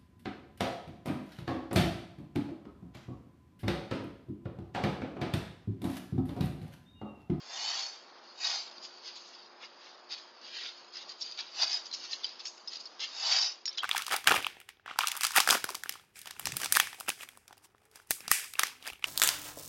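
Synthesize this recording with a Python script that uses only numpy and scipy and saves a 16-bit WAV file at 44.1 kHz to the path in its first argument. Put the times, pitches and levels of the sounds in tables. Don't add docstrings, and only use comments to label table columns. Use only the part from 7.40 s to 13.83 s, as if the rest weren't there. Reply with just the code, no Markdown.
import sys
import numpy as np
from scipy import signal
from scipy.io import wavfile
from scipy.ndimage import uniform_filter1d

SR = 44100
rng = np.random.default_rng(int(sys.argv[2]) if len(sys.argv) > 2 else 0)


def generate_wav(sig):
    pcm = np.round(np.clip(np.atleast_2d(sig).T, -1, 1) * 32767).astype(np.int16)
    wavfile.write(sys.argv[1], SR, pcm)


N = 283563
TIME = np.arange(N) / SR


def gain_of(db):
    return 10 ** (np.asarray(db) / 20)


def evened(x):
    return x / np.sqrt(np.mean(x ** 2) + 1e-20)


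def coloured(x, points, tilt_db=0):
    octave = np.log2(np.fft.rfftfreq(len(x), 1 / SR) + 1)
    hz, db = np.transpose(points)
    shape_db = np.interp(octave, np.log2(hz), db)
    shape_db = shape_db + tilt_db * np.clip(octave - np.log2(4000), -1.5, 1)
    return evened(np.fft.irfft(np.fft.rfft(x) * gain_of(shape_db), len(x)))


def wander(rate_hz):
    hz = np.fft.rfftfreq(N, 1 / SR)
    spectrum = np.fft.rfft(rng.standard_normal(N))
    return evened(np.fft.irfft(spectrum * np.exp(-(hz / rate_hz) ** 2), N))


# full pressure t/s,
# hold t/s, rise t/s, release t/s, tip scratch level/dB, resonant ring level/dB, head rush level/dB,
# ring pitch f/Hz (it scales the resonances, against a nominal 4800)
STROKES = [ (0.225, 0.14, 0.145, 0.165, -35.3, -41, -48, 4550),
           (1.055, 0.058, 0.05, 0.112, -32.3, -33.5, -46, 4750),
           (4.23, 0.007, 0.062, 0.018, -33.5, -31, -43, 4720),
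           (4.31, 0.02, 0.085, 0.08, -35.7, -33.8, -51.5, 4850),
           (5.9, 0.06, 0.12, 0.115, -30.4, -29, -42, 4850),
           (6.02, 0.026, .012, 0.06, -42, -28.5, -62, 4950)]
# f/Hz, relative level/dB
SCRATCH_SPECTRUM = [(80, -73), (300, -55), (900, -27.5), (1600, -7.3), (2300, -3.5), (2600, 0), (3200, 1.5),
                    (3900, 4), (4120, -6), (4350, 4), (5350, 2), (5520, -9), (5700, -1), (6000, -0.5),
                    (6750, -2.5), (6930, -8.5), (7400, -13), (7700, -35.5), (8700, -52)]
# f/Hz, relative level/dB
RUSH_SPECTRUM = [(60, -71), (300, -30), (520, -16), (670, 1), (820, 4.5), (1050, -1), (1400, -7),
                 (2200, -12.5), (4000, -30.5)]
RAMP_DB = 12
RISE_CURVE, RELEASE_CURVE = 1.38, 1.56
STROKE_PATCH_DB = 6.5


def strokes(scratch_db=-3.0, rush_db=-1.27, ring_db=-3):
    levels = np.zeros((3, N))
    for s, hold, rise, release, *layer_db, _ in STROKES:
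        landing = np.maximum(s - TIME, 0) / rise
        lifting = np.maximum(TIME - s - hold, 0) / release
        pressure_db = -RAMP_DB * (landing ** RISE_CURVE + lifting ** RELEASE_CURVE)
        levels += gain_of(layer_db)[:, None] * gain_of(np.maximum(pressure_db, -120))
    scratch_level, ring_level, rush_level = levels
    tips = slips(per_s=10000, spread_db=2.7, clump_db=.9)
    catching = gain_of(1.0 * wander(300))
    scratch = coloured(shifting(tips, STROKE_PATCH_DB), SCRATCH_SPECTRUM)
    scratch = gain_of(scratch_db) * scratch_level * scratch * catching
    ring = gain_of(ring_db) * ring_level * ringing(shifting(tips, STROKE_PATCH_DB)) * catching
    rush = gain_of(rush_db) * rush_level * coloured(tips, RUSH_SPECTRUM)
    return scratch + ring + rush


def slips(per_s, spread_db, clump_db):
    sign = rng.choice([-1., 1.], N)
    size = gain_of(spread_db * np.minimum(rng.exponential(1, N), 4))
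    happens = rng.random(N) < per_s / SR
    clumping = gain_of(clump_db * wander(130))
    return evened(sign * size * happens * clumping)


def shifting(x, depth_db):
    z = signal.stft(x, nperseg=2048, noverlap=1536)[2]
    patches = uniform_filter1d(rng.standard_normal(z.shape), size=4, axis=0)
    patches = evened(uniform_filter1d(patches, size=8, axis=1))
    patch_db = depth_db * np.minimum(patches, 1.3)
    return evened(signal.istft(z * gain_of(patch_db), nperseg=2048, noverlap=1536)[1][:N])


# centre f/Hz, width of each of two equal poles f/Hz, relative level/dB
RESONANCES = [(3810, 330, -2), (4390, 140, 2.5), (4600, 250, 7.5), (4864, 220, 8.5), (5060, 200, 7.5),
              (5575, 410, -1)]
NOMINAL_HZ = 4800
DRIFT, DRIFT_HZ = .014, 9.2


def ringing(x):
    out, rows = np.zeros(N), np.array(STROKES)
    pitch_ratio = np.interp(TIME, rows[:, 0], rows[:, -1]) / NOMINAL_HZ
    for hz, width, db in RESONANCES:
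        mode_hz = hz * pitch_ratio * (1 + DRIFT * wander(DRIFT_HZ))
        turn = np.exp(2j * np.pi * np.cumsum(mode_hz) / SR)
        r = np.exp(-np.pi * width / SR)
        envelope = signal.lfilter([(1 - r) ** 2], [1, -2 * r, r * r], x / turn)
        out += gain_of(db) * (turn * envelope).real
    return evened(out)


# middle t/s, relative level/dB, Gaussian half length t/s, brightness tilt level/dB per octave
SCUFFS = [ (1.45, -43, 0.019, 4.5), (1.674, -41.5, 0.027, -3.5), (1.769, -46.5, 0.014, 10),
          (1.883, -54, 0.0074, 18), (2.241, -44, 0.024, -6.5), (2.46, -51.5, 0.056, -2.5),
          (2.728, -35, 0.019, -2), (2.79, -52, 0.016, -9), (3.065, -45, 0.032, -2.5),
          (3.17, -39, 0.039, -4), (3.26, -39, 0.037, -3), (3.569, -43, 0.024, -3),
          (3.705, -45, 0.017, -0.5), (3.819, -43, 0.014, 11.5), (3.998, -34.5, 0.014, -4.5),
          (4.23, -36, 0.0096, -11.5), (4.466, -46, 0.015, 9), (4.543, -34.5, 0.009, 5.5),
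          (4.65, -43, 0.025, -1.5), (4.731, -36.5, 0.02, 1), (4.843, -43, 0.005, -6),
          (5.005, -43.5, 0.011, 2), (5.074, -41.5, 0.022, 25), (5.339, -41, 0.03, 1),
          (5.405, -44, 0.0073, 7), (5.612, -36, 0.012, -3), (5.638, -34, 0.016, -3.5),
          (6.279, -43, 0.005, -9), (6.384, -42, 0.006, -7), (6.33, -52, 0.016, 2),
          (6.428, -44.5, 0.0071, -5)]
# f/Hz, relative level/dB
SCUFF_SPECTRUM = [(60, -87.5), (250, -30), (700, -20.5), (1250, -17), (1650, -10), (2300, -7), (3600, -1),
                  (4200, 0.5), (4800, 4), (5250, 0.5), (5550, -6), (6300, -6.5), (6780, -7), (6950, -16),
                  (7500, -30.5), (8700, -50.5)]
SCUFF_PATCH_DB = 7
SAND_DB = -7
DRAG_DB, DRAG_S = -8, 0.079


def scuffs(level_db=-3.0, swell=0.84, fade=1.0):
    tips = shifting(slips(per_s=9000, spread_db=2.5, clump_db=0), SCUFF_PATCH_DB)
    tips = tips * gain_of(0.28 * wander(200))
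    sand = pings(per_s=700, t60=.02)
    out = np.zeros(N)
    for s, db, half, tilt_db in SCUFFS:
        near = (TIME > s - .15) & (TIME < s + .3)
        t = TIME[near] - s
        dab = np.exp(-(t / (half * np.where(t < 0, swell, fade))) ** 2 / 2)
        drag = (t > 0) * gain_of(DRAG_DB) * np.exp(-abs(t) / DRAG_S)
        contact = np.maximum(dab, drag)
        scrape = coloured(tips[near], SCUFF_SPECTRUM, tilt_db)
        scuff = evened((scrape + gain_of(SAND_DB) * sand[near]) * contact)
        out[near] += gain_of(db + level_db) * scuff * np.sqrt(np.mean(contact ** 2))
    return out


# t/s, relative level/dB
TRAIL = [(0, -57), (.6, -56.5), (.95, -55), (1.25, -45.5), (1.4, -51), (1.551, -51.5), (2, -50),
         (2.151, -58.5), (2.95, -58.5), (3.2, -50), (3.35, -54), (3.4, -48), (3.5, -54.5), (3.62, -46),
         (3.67, -51.5), (3.78, -53), (3.88, -41.5), (3.961, -50.5), (4.1, -53), (4.45, -52.5), (4.6, -48),
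         (4.82, -50), (4.88, -43), (4.97, -53.5), (5.14, -60), (5.22, -54.5), (5.751, -56), (6.15, -54),
         (6.22, -59), (6.43, -57)]
# f/Hz, relative level/dB
TRAIL_SPECTRUM = [(100, -75.5), (1000, -32), (2300, -5.5), (3600, -3), (4300, 1), (4800, 4.5), (5250, -1.5),
                  (5500, -11), (6700, -7), (7200, -31), (8700, -65.5)]
TRAIL_PATCH_DB = 6.5


def trail(level_db=-5.5, ring_db=-9, crackle_db=-5):
    s, db = np.transpose(TRAIL)
    tips = shifting(slips(per_s=5000, spread_db=2.2, clump_db=1), TRAIL_PATCH_DB)
    sand = pings(per_s=550, t60=.03)
    touch_db = np.interp(TIME, s, db) + 1.5 * wander(25)
    brushing = coloured(tips, TRAIL_SPECTRUM)
    brushing = brushing + gain_of(ring_db) * ringing(tips) + gain_of(crackle_db) * sand
    return gain_of(touch_db + level_db) * brushing


PING_LOW_HZ, PING_HIGH_HZ, PING_ATTACK_S = 2600, 6205, .0006


def pings(per_s, t60, count=24):
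    t, out = np.arange(2048) / SR, np.zeros(N)
    size = gain_of(3 * np.minimum(rng.exponential(1, N), 3)) * (rng.random(N) < per_s / SR)
    which = rng.integers(0, count, N)
    for k, hz in enumerate(np.geomspace(PING_LOW_HZ, PING_HIGH_HZ, count)):
        decay = gain_of(np.interp(hz, *np.transpose(TRAIL_SPECTRUM)) - 60 * t / t60)
        attack = 1 - np.exp(-(t / PING_ATTACK_S) ** 2)
        ping = np.sin(2 * np.pi * hz * t) * decay * attack
        out += signal.oaconvolve(size * (which == k), ping)[:N]
    return evened(out)


# onset t/s, relative peak level/dB,
# ring f/Hz, dry crack against the ring level/dB, ring decay to -60 dB t/s
GRIT = [ (1.101, -22, 4940, 3, .02), (1.277, -38, 3800, 0, .02), (1.312, -40, 4400, 0, .02),
        (1.38, -38, 4670, -4, .018), (1.449, -37, 4900, -2, .015), (1.669, -41.5, 4600, 4, .02),
        (3.014, -43, 4500, 3, .02), (3.536, -36.5, 4860, -4, .025), (3.554, -35, 5080, -5, .025),
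        (3.568, -31, 5070, -6, .025), (3.692, -34, 4500, 1, .025), (3.697, -37, 4720, -3, .025),
        (3.717, -37, 4820, 0, .02), (3.809, -32.5, 5580, -8, .02), (3.813, -26.5, 4590, -11, .025),
        (3.82, -26.5, 5160, -12, .025), (3.825, -28, 5540, -12, .02), (3.913, -33, 4800, 5, .02),
        (3.921, -34, 4800, 0, .02), (3.975, -32, 4620, 2, .02), (3.988, -26, 3740, -7, .025),
        (3.996, -29, 4800, -3, .02), (4.006, -27, 4700, -4, .02), (4.215, -22, 4750, -5, .02),
        (4.22, -16, 4720, -5, .018), (4.23, -14.5, 4800, -8, .028), (4.24, -21, 4640, -6, .025),
        (4.329, -21, 5170, -3, .015), (4.456, -36, 5080, -3, .02), (4.465, -34, 4700, 1, .02),
        (4.513, -32, 4170, -2, .02), (4.526, -28.5, 4030, -14, .025), (4.536, -28, 4850, -6, .025),
        (4.544, -28, 5270, -9, .025), (4.731, -20.5, 4100, -5, .018), (4.834, -32, 3550, -8, .02),
        (4.842, -20.5, 4820, -14, .028), (4.8435, -25.5, 3100, -10, .02), (4.851, -23, 4780, -14, .016),
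        (4.865, -33, 4830, -3, .02), (4.889, -36, 4900, -6, .025), (4.993, -39, 5280, -6, .025),
        (5.002, -35, 4600, -3, .025), (5.054, -26, 5350, 3, .018), (5.061, -31, 4540, 2, .018),
        (5.068, -29, 5500, -1, .02), (5.178, -41, 5070, 3, .015), (5.274, -29, 5080, -11, .022),
        (5.28, -27, 5180, -10, .022), (5.29, -32, 5070, -17, .02), (5.331, -34, 4700, -3, .02),
        (5.356, -30, 4860, -10, .022), (5.368, -34, 4900, -5, .016), (5.409, -37, 4900, -3, .018),
        (5.455, -33, 5180, -3, .022), (5.461, -38, 4370, -9, .022), (5.47, -38, 4800, -9, .02),
        (5.594, -36, 4080, 3, .02), (5.603, -30, 4790, 6, .02), (5.914, -21, 5020, 0, .02),
        (5.923, -14, 4855, 6, .018), (5.932, -17, 5310, 4, .018), (5.964, -19, 4600, 0, .018),
        (5.985, -22, 4850, -3, .02), (6.023, -20, 4600, -6, .022), (6.03, -23, 4900, -8, .02),
        (6.255, -22.5, 5630, 6, .02), (6.256, -31, 6750, -10, .03), (6.2615, -25, 5460, -14, .022),
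        (6.2687, -28, 5480, -19, .026), (6.277, -26, 4750, -6, .026), (6.279, -24, 5380, -9, .028),
        (6.29, -26, 5400, -10, .026), (6.303, -39, 5450, -5, .02), (6.312, -43, 3600, -3, .025),
        (6.328, -40, 5750, 0, .025), (6.345, -42, 3600, -5, .025), (6.352, -43, 5100, -5, .025),
        (6.373, -29, 3950, -3, .028), (6.377, -28, 4960, -6, .025), (6.382, -21, 3370, 3, .02),
        (6.388, -26, 3090, -5, .028), (6.391, -30, 3930, -3, .025), (6.403, -26, 3260, -16, .028)]
# f/Hz, relative level/dB
CRACK_SPECTRUM = [(500, -30), (1400, -10.5), (3000, -1), (4800, 4.5), (5600, -0.5), (6800, -0.5),
                  (7500, -32), (8700, -38)]
LONGEST_RING_S, CRACK_T60, CRACK_RISE_S = .035, .012, .001


def grit(side_modes_db=-8.5, level_db=-1.5, attack_s=0.0026, side_hz=4600, top_hz=7000):
    t, out = np.arange(2048) / SR, np.zeros(N)
    for s, db, hz, crack_db, t60 in GRIT:
        ratios = rng.uniform(.72, 1.28, (7, 1))
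        mode_hz = np.sqrt(side_hz * hz) * ratios
        modes = evened(np.sin(2 * np.pi * (mode_hz * t + rng.random((7, 1)))).sum(0))
        main_mode = evened(np.sin(2 * np.pi * hz * t))
        swell = (1 - np.exp(-(t / attack_s) ** 2)) * gain_of(-60 * t / min(t60, LONGEST_RING_S))
        ring = (main_mode + gain_of(side_modes_db) * modes) * swell / swell.max()
        crack_decay_db = -60 * np.maximum(t - CRACK_RISE_S, 0) / CRACK_T60
        crack = coloured(rng.standard_normal(len(t)), CRACK_SPECTRUM) * gain_of(crack_db + crack_decay_db)
        tick = ring + crack * np.minimum(t / CRACK_RISE_S, 1)
        add(out, s, gain_of(db + level_db) * tick / abs(tick).max())
    return signal.sosfilt(signal.butter(4, [500, top_hz], "band", fs=SR, output="sos"), out)


def add(mix, s, sound):
    part = mix[max(round(s * SR), 0):][:len(sound)]
    part += sound[:len(part)]


def patio(x, wet_db=-14, t60=0.043):
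    t = np.arange(SR // 2) / SR
    echoes = rng.standard_normal(len(t)) * (rng.random(len(t)) < 2000 / SR)
    taps = echoes * (t > .006) * gain_of(-60 * t / t60)
    return x + gain_of(wet_db) * signal.fftconvolve(x, taps / np.linalg.norm(taps))[:N]


# f/Hz, relative level/dB
WASH_SPECTRUM = [(30, -42), (65, -20.5), (110, -14.5), (160, -14.5), (220, -5.5), (350, -1), (700, 3),
                 (1100, 3.5), (1600, -1.5), (2400, -9.5), (4000, -19.5), (4900, -18.5), (5600, -30.5),
                 (7500, -52)]
# t/s, relative level/dB
WASH_LEVEL = [(0, -58), (5.9, -58.5), (6.15, -61), (6.22, -64.5), (6.34, -62), (6.43, -59)]
# t/s, relative level/dB
HUM_LEVEL = [(0, -76), (.3, -83), (.6, -69.5), (.95, -72), (1.13, -78), (1.35, -69), (3.5, -72.5),
             (5.6, -73), (5.9, -80), (6.43, -74)]
HUM_HZ = 355.6
LOW_BAND_HZ, LOW_BAND_DB = 260, 3.5


def background():
    wash_db = np.interp(TIME, *np.transpose(WASH_LEVEL)) + .7 * wander(5)
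    wash = coloured(rng.standard_normal(N), WASH_SPECTRUM) * gain_of(wash_db)
    low_band = signal.sosfiltfilt(signal.butter(3, LOW_BAND_HZ, fs=SR, output="sos"), wash)
    variation = gain_of(LOW_BAND_DB * np.minimum(wander(9), 1))
    wash = wash - low_band + low_band * variation
    hum = evened(np.sin(2 * np.pi * np.cumsum(HUM_HZ + 0.95 * wander(2.8)) / SR))
    waver = gain_of(1.2 * wander(3))
    return wash + gain_of(np.interp(TIME, *np.transpose(HUM_LEVEL))) * hum * waver


def scene():
    broom = strokes() + scuffs() + trail() + grit()
    return (patio(broom) + background())[None]


LOW_CUT_HZ, EDGE_HZ = 150, 8850


def record(dry):
    thin = signal.sosfilt(signal.butter(6, LOW_CUT_HZ, "high", fs=SR, output="sos"), dry)
    low_pass = signal.firwin(511, EDGE_HZ, window=("kaiser", 9), fs=SR)
    return signal.oaconvolve(thin, low_pass[None], "same")


dry = scene()
out = record(dry)
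generate_wav(out)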